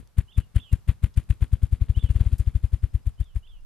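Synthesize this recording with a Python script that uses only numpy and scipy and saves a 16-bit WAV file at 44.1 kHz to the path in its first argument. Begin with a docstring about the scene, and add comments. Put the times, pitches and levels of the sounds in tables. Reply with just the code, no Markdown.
"""A grouse on a log drums its wings, faster and then slower, a little left of a stereo microphone.
Each stroke is a skewed low pressure pulse with a snap and an echo, plus a swish of feathers in shaped noise.
The place is a quiet spring wood: wide still air and low wind in filtered noise, leaves ticking in noise bursts.
A songbird whistles on the right and fainter birds call far away, all as gliding sines with echoes."""
import sys
import numpy as np
from scipy import signal
from scipy.fft import rfft, irfft
from scipy.io import wavfile
from scipy.ndimage import uniform_filter1d

SR = 44100
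rng = np.random.default_rng(int(sys.argv[2]) if len(sys.argv) > 2 else 0)


def to_wav(sig):
    """Store sig (one row per channel, or 1-D mono) as 16-bit WAV at the path in sys.argv[1].

    Samples outside -1..1 are clipped; the rate is SR.
    """
    pcm = np.clip(np.atleast_2d(sig), -1, 1) * 32767
    pcm = np.round(pcm).astype(np.int16)
    wavfile.write(sys.argv[1], SR, pcm.T)  # frames by channels


N = 160965  # samples


def undb(db):
    """dB to gain."""
    return 10 ** (np.asarray(db) / 20)


def curve(table, hz):
    """Table of (f/Hz, value) read on a log frequency axis."""
    a = np.array(table)
    return np.interp(np.log(hz + 1), np.log(a[:, 0]), a[:, 1])


def unit(x):
    """Scale to rms 1."""
    return x / np.sqrt(np.mean(x ** 2))


def pan(x, db):
    """Place x by a left-right level difference; the mean of the two channels stays x."""
    g = undb(np.array([[db], [-db]]) / 2)
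    return x * g / g.mean()


def walk(rate, n):
    """Random levels drawn at a rate in Hz and slewed between, rms 1."""
    k = max(int(SR / rate), 1)
    steps = np.repeat(rng.standard_normal(n // k + 1), k)
    return unit(uniform_filter1d(steps, k)[:n])


def wood(x, t60, db, gap_s):
    """Scattered returns from trunks: decaying noise after a gap, different left and right."""
    t = np.arange(SR // 2) / SR
    ir = rng.standard_normal((2, len(t))) * undb(-60 * t / t60) * (t > gap_s)
    ir = ir / np.sqrt(np.sum(ir[0] ** 2))
    return undb(db) * signal.fftconvolve(x[None], ir, axes=1)[:, :len(x)]


def note(out, s, hz, gain):
    """Add a sine following a pitch track from s seconds; gain is its rms."""
    v = gain * np.sin(2 * np.pi * np.cumsum(hz) / SR) * np.sqrt(2)
    i = int(s * SR)
    return out + np.pad(v, (i, N))[:N]


# wing strokes, for thump and swish: t/s, thump peak level/dB, low swish level/dB, high swish level/dB
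STROKES = [(0.1897, -7, -43, -51.5), (0.3857, -7, -43, -51), (0.5666, -7, -46, -49),
           (0.7356, -6.5, -46.5, -52), (0.8949, -6.5, -42, -51), (1.0434, -7, -44.5, -51),
           (1.1807, -7.5, -45.5, -52), (1.3088, -8, -48, -53.5), (1.4277, -8.5, -47.5, -54.5),
           (1.5368, -8, -54.5, -59), (1.6384, -8.5, -56.5, -58.5), (1.7332, -9.5, -53.5, -58),
           (1.8218, -9.5, -60.5, -64), (1.9032, -9.5, -62, -64.5), (1.9775, -10, -73, -62.5),
           (2.0457, -9.5, -76, -61), (2.108, -10, -61.5, -62), (2.1629, -10.5, -55.5, -64),
           (2.2127, -8, -56.5, -70), (2.2694, -10.5, -58, -65.5), (2.3345, -10, -66, -61),
           (2.4048, -11.5, -60.5, -56.5), (2.4794, -10.5, -70, -64), (2.5596, -10.5, -62, -63),
           (2.6462, -10.5, -58.5, -64), (2.7403, -11, -59.5, -61), (2.8421, -11, -55.5, -62.5),
           (2.9534, -11.5, -59.5, -64.5), (3.0752, -12.5, -61.5, -61.5), (3.2108, -13.5, -58, -62.5),
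           (3.3665, -15, -58.5, -64)]
# a stroke just before the start, of which only the tail is heard; same columns
EARLIER_STROKE = (-.021, -6.7, -49, -54)
# "hard" below is the thump level in dB above -10 dB
PAD = 8192  # samples in one pulse, and margin at each end
BASS_SLOPE, SKEW_RAD, THUMP_LATE_S = 3.6, .56, .00075
THUMP_HZ, THUMP_HZ_PER_DB = 62, .8  # harder strokes are higher
EDGE_HZ, EDGE_HZ_PER_DB, EDGE_DB = 124, 4, -14.5  # snap on the falling front
EDGE_EARLY_S, EDGE_S_PER_DB = .003, .00022
ECHO_S, ECHO_DB, ECHO_PER_DB = .0195, -22.5, .8  # echo of the body, relatively weaker for harder strokes
ECHO_EDGE_S, ECHO_EDGE_DB = .0209, -17  # echo of the snap, relatively louder for harder strokes
RIPPLE_S, RIPPLE_DB = .017, -22  # faint opposite ripple 17 ms before the snap
WOOD_T60_S, WOOD_DB = .35, -25
THUMP_PAN_DB, RIGHT_LEAD_S = 7.6, .00013


def thumps(strokes):
    """One skewed dip-and-rebound of pressure a stroke, built as a spectrum, with a snap and an echo."""
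    out = np.zeros(N + 2 * PAD)
    f = np.fft.rfftfreq(PAD, 1 / SR)

    def late(s):
        """Delay by s seconds."""
        return np.exp(-2j * np.pi * f * s)

    def bell(hz, p):
        """Spectral hump with its peak of 1 at hz."""
        return (f / hz) ** BASS_SLOPE * np.exp(BASS_SLOPE / p * (1 - (f / hz) ** p))

    for s, db, _, _ in strokes:
        hard = db + 10
        at = (s + THUMP_LATE_S) * SR + PAD / 2
        body = bell(THUMP_HZ + THUMP_HZ_PER_DB * hard, 1)
        edge = undb(EDGE_DB) * bell(EDGE_HZ + EDGE_HZ_PER_DB * hard, 2.07)
        edge = edge * late(EDGE_S_PER_DB * hard - EDGE_EARLY_S)
        echo = undb(ECHO_DB - ECHO_PER_DB * hard) * body * late(ECHO_S)
        echo = echo + undb(ECHO_EDGE_DB + hard) * edge * late(ECHO_EDGE_S)
        ripple = -undb(RIPPLE_DB) * edge * late(-RIPPLE_S)
        spectrum = (ripple + body + edge + echo) * np.exp(1j * SKEW_RAD)
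        pulse = irfft(spectrum * late((PAD / 2 + at % 1) / SR))
        out[int(at):int(at) + PAD] -= pulse * undb(db) / np.abs(pulse).max()
    wet = wood(out, WOOD_T60_S, WOOD_DB, .0043)
    left, right = pan(out, THUMP_PAN_DB) + wet
    at = np.arange(PAD, PAD + N)
    right_early = np.interp(at + RIGHT_LEAD_S * SR, np.arange(len(right)), right)
    return np.array([left[at], right_early])


# envelope shape, rows low and high band: rise t/s and fall t/s of the peak at a -10 dB thump,
# mean second burst level/dB, rush level/dB re thump at 10 strokes a second, rush rise t/s, rush tail t/s
SWISH_SHAPE = [(0.0095, 0.0044, -8.5, -49, 0.035, 0.027), (0.0074, 0.0096, -13.5, -57.5, 0.018, 0.033)]
# envelope timing re thump, rows low and high band: lead of the wings' start t/s, peak t/s, mean second burst t/s
SWISH_TIME = [(.023, .0002, .016), (.023, -.005, .017)]
# colour of the feather noise before the band split: f/Hz, relative level/dB per Hz
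SWISH_COLOUR = [(120, 1.5), (230, -0.5), (352, -9), (711, -19.5), (1500, -15.5), (2100, -14), (3500, -19),
                (4840, -30), (5370, -40), (8520, -27.5), (10800, -28.5), (15000, -47.5)]
# side of the swish: f/Hz, left-right level/dB
SWISH_PAN = [(300, 6.5), (1300, 5), (2400, 5), (4400, 0), (8000, -1), (14000, 5.5)]
# phase between the two microphone ports: f/Hz, phase/rad
PORT_LAG = [(2000, .05), (4500, .7), (6000, 1.4), (8000, 2.1), (13000, 2.3)]
# likeness of the two ports: f/Hz, share of power in common
SWISH_ALIKE = [(300, .97), (700, .9), (3000, .97), (5500, .6), (8000, .94), (13000, .7)]
# colour of the rush: f/Hz, level/dB re the bursts
RUSH_COLOUR = [(300, 3.5), (800, 3.5), (2000, -4.5), (5200, 4), (9000, -3)]
RUSH_RATE_DB = 3.5  # gain when the stroke rate doubles
ONSET_S, SPLIT_HZ = .006, 4950
GRAIN_DB, GRAIN_HZ = 3, 450
SLAP_DB, SLAP_PER_DB, SLAP_S = -5.5, 1, .00071  # sharp centre, level at a -9 dB thump; harder slaps more
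SOFT_SPREAD = .072  # weaker strokes swish more broadly, exponent per dB


def hump(u, rise, fall):
    """Exponential rise to 1 at u = 0, then exponential fall."""
    return np.exp(np.where(u < 0, u / rise, -u / fall))


def swish(strokes):
    """Grainy air through the feathers: a steady rush through the stroke, a peak, a ragged second burst."""
    t, f = np.arange(N) / SR, np.fft.rfftfreq(N, 1 / SR)
    out = 0
    paces = np.log2(.1 / np.gradient([b[0] for b in strokes]))  # octaves above 10 strokes a second
    alike = np.clip(curve(SWISH_ALIKE, f), 0, 1)
    side = np.array([[.5], [-.5]])  # left, right
    port_gain = undb(curve(SWISH_COLOUR, f) + side * curve(SWISH_PAN, f))
    ports = port_gain * np.exp(1j * side * curve(PORT_LAG, f))
    for k, (timing, shape) in enumerate(zip(SWISH_TIME, SWISH_SHAPE)):
        start, peak, again = timing
        rise, fall, again_db, rush_db, swell, tail = shape
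        # row 0 is common to both ports, rows 1 and 2 are their own
        noise = rng.standard_normal((3, N)) * undb(GRAIN_DB * walk(GRAIN_HZ, N))
        env = np.zeros((2, 1, N))  # bursts, rush
        for b, ragged, pace in zip(strokes, rng.standard_normal((40, 2)), paces):
            i = np.abs(t - b[0]) < .25
            u = t[i] - b[0]
            wide = np.exp(-SOFT_SPREAD * (b[1] + 10))
            main = hump(u - peak, rise * wide, fall * wide)
            slap = undb(SLAP_DB + SLAP_PER_DB * (b[1] + 9)) * hump(u - peak, SLAP_S, SLAP_S)
            second = hump(u - again - .0013 * ragged[1], .0051, .0093)
            bursts = main + slap + undb(again_db + .65 * ragged[0]) * second
            rush = undb(b[1] + rush_db + RUSH_RATE_DB * pace) * hump(u, swell, tail)
            onset = np.clip((u + start) / ONSET_S, 0, 1)
            env[:, 0, i] += np.array([undb(b[2 + k]) * bursts, rush]) * onset
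        band = ports / (1 + ((f + 1) / SPLIT_HZ) ** (8 if k == 0 else -8))
        # levels refer to the noise in this part of the band
        ref = (f > 900) & (f < 2400) if k == 0 else (f > 6500) & (f < 12000)
        ref_power = np.sum(np.abs(band[:, ref].mean(axis=0)) ** 2) / len(f)
        scale = 1 / np.sqrt(ref_power) / noise.std()
        n = rfft(noise * env[0])
        n = n + rfft(noise[:, ::-1] * env[1]) * undb(curve(RUSH_COLOUR, f))  # rush: the noise time-reversed
        mixed = np.sqrt(alike) * n[0] + np.sqrt(1 - alike) * n[1:]
        out = out + irfft(mixed * band * scale, N)
    return out


# colour of the still air: f/Hz, relative level/dB per Hz
AIR_COLOUR = [(12, -73), (20, 2), (118, -3), (294, -18), (1200, -21.5), (2000, -27), (8860, -31),
              (13100, -30.5), (15000, -66)]
# low wind: t/s, level/dB
GUST_DB = [(0, -87), (3.35, -50.5), (3.65, -41)]
AIR_DB, GUST_HZ = -61.5, 27.8
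AIR_SHARED = .7  # gain of the low air common to both ports


def air():
    """Wide still air of the wood, partly shared at low frequency, and separate low wind on each port."""
    f = np.fft.rfftfreq(N, 1 / SR)
    n = rfft(rng.standard_normal((3, N)))
    shared = AIR_SHARED * n[2] / (1 + (f / SPLIT_HZ) ** 4)
    hush = unit(irfft((n[:2] + shared) * undb(curve(AIR_COLOUR, f)), N))
    hush = hush * undb(AIR_DB + walk(3.29, N))
    wind = rfft(rng.standard_normal((2, N))) * f / (1 + (f / GUST_HZ) ** 4)
    wind = unit(irfft(wind, N))
    g = np.array(GUST_DB).T
    return hush + wind * undb(np.interp(np.arange(N) / SR, g[0], g[1]))


# clear ticks and rustles of leaves and bark: t/s, peak level/dB, nominal f/Hz, decay t/s
TICKS = [(.074, -52, 7500, .001), (1.138, -54, 4500, .008), (1.232, -57, 8000, .001),
         (1.239, -55, 8500, .001), (2.381, -43, 11000, .008), (3.242, -57, 7000, .002)]
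TICK_S, TICK_RATE, SMALL_TICK_DB = .001, 10, -60  # small ticks: decay, number a second, loudest peak


def ticks():
    """Short bright bursts of band-passed noise from all sides: the clear ones, and small ones at random."""
    small = rng.random((40, 3))[:int(TICK_RATE * N / SR)]
    rows = list(TICKS)
    for a, b, c in small:
        rows.append((a * N / SR, SMALL_TICK_DB - 10 * b, 5000 + 5000 * c, TICK_S))
    length = 2048
    out, t = np.zeros((2, N + length)), np.arange(length) / SR
    for (s, db, hz, decay), n in zip(rows, rng.standard_normal((60, length))):
        edges = [hz / 2, min(hz * 1.45, 16000)]
        sos = signal.butter(2, edges, "band", fs=SR, output="sos")
        v = signal.sosfilt(sos, n * t * np.exp(-2 * t / decay))
        i = int(s * SR)
        out[:, i:i + length] += pan(v * undb(db) / np.abs(v).max(), 3 * n[0])  # random side
    return out[:, :N]


# pitch of one whistle, before the call's ratio: t/s from its start, f/Hz
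WHISTLE_PITCH = [(0, 2870), (.028, 3220), (.037, 3540), (.047, 2640), (.052, 3740), (.059, 3340),
                 (.064, 3550), (.075, 3570), (.118, 3100), (.146, 2930), (.185, 2750)]
# loudness of one whistle: t/s from its start, level/dB re the call
WHISTLE_DB = [(0, -7), (.008, 7.5), (.035, 3.5), (.056, 9.5), (.062, -7), (0.066, 7), (.095, 5), (.14, 0.5),
              (.17, -3), (.185, -30)]
# the calls: t/s, level/dB, pitch ratio
WHISTLES = [(.277, -67, 1.0), (.55, -60.5, .98), (1.944, -60.5, .985), (3.176, -74, 1.01),
            (3.425, -69.5, .98)]
BURR_HZ, BURR_DB, BURR_FROM_S, BURR_TO_S = 310, -10, .068, .17  # sidebands of the fall
WHISTLE_PAN_DB, BIRD_ECHO_DB, BIRD_T60_S = -7, -8, .25


def songbird():
    """Whistle off to the right: rise, quick dip, long fall burred by fast amplitude modulation."""
    pitch, level = np.array(WHISTLE_PITCH).T, np.array(WHISTLE_DB).T
    out = np.zeros(N)
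    t = np.arange(int(pitch[0, -1] * SR)) / SR
    hz = uniform_filter1d(np.interp(t, *pitch), size=90)
    db = np.interp(t, *level)
    through_burr = np.clip((t - BURR_FROM_S) / (BURR_TO_S - BURR_FROM_S), 0, 1)
    burr = undb(BURR_DB) * np.sin(np.pi * through_burr) * undb(3 * walk(60, len(t)))
    flutter = 1 + 2 * burr * np.sin(2 * np.pi * BURR_HZ * t)
    for s, call_db, ratio in WHISTLES:
        out = note(out, s, hz * ratio, undb(call_db + db) * flutter)
    return pan(out, WHISTLE_PAN_DB) + wood(out, BIRD_T60_S, BIRD_ECHO_DB, .0017)


# thin high call: t/s, length t/s, starting f/Hz, level/dB
SEEP = (.65, .16, 7450, -79)
TRILL_HZ, TRILL_RISE_HZ, TRILL_DB = 4680, 520, -76
TRILL_START_S, TRILL_GAP_S, TRILL_LEN_S, TRILL_FADE_DB = 2.312, .1163, .04, .45  # gap from start to start; fade a note


def far_birds():
    """Gliding sines with a strong wood echo: a run of short rising notes and one thin high call."""
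    out = np.zeros(N)
    u = np.linspace(0, 1, int(TRILL_LEN_S * SR))
    rising_hz = TRILL_HZ + TRILL_RISE_HZ * np.sin(u * 1.49)
    for k in range(12):
        gain = undb(TRILL_DB - TRILL_FADE_DB * k + 2 * walk(170, len(u))) * np.sin(np.pi * u)
        out = note(out, TRILL_START_S + k * TRILL_GAP_S, rising_hz, gain)
    s, length, hz, db = SEEP
    u = np.linspace(0, 1, int(length * SR))
    out = note(out, s, hz * (1 - .01 * u), undb(db) * np.sin(np.pi * u) ** .4)
    return out + wood(out, BIRD_T60_S, -10, .005)


def scene():
    """The drumming, the air, the leaves and the birds at the two microphone ports."""
    strokes = [EARLIER_STROKE] + list(STROKES)
    return thumps(strokes) + swish(strokes) + air() + ticks() + songbird() + far_birds()


TOP_HZ = 14600


def record(dry):
    """The recorder cuts the top with a steep low-pass."""
    return signal.sosfilt(signal.ellip(8, .2, 70, TOP_HZ, fs=SR, output="sos"), dry)


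dry = scene()
out = record(dry)
to_wav(out)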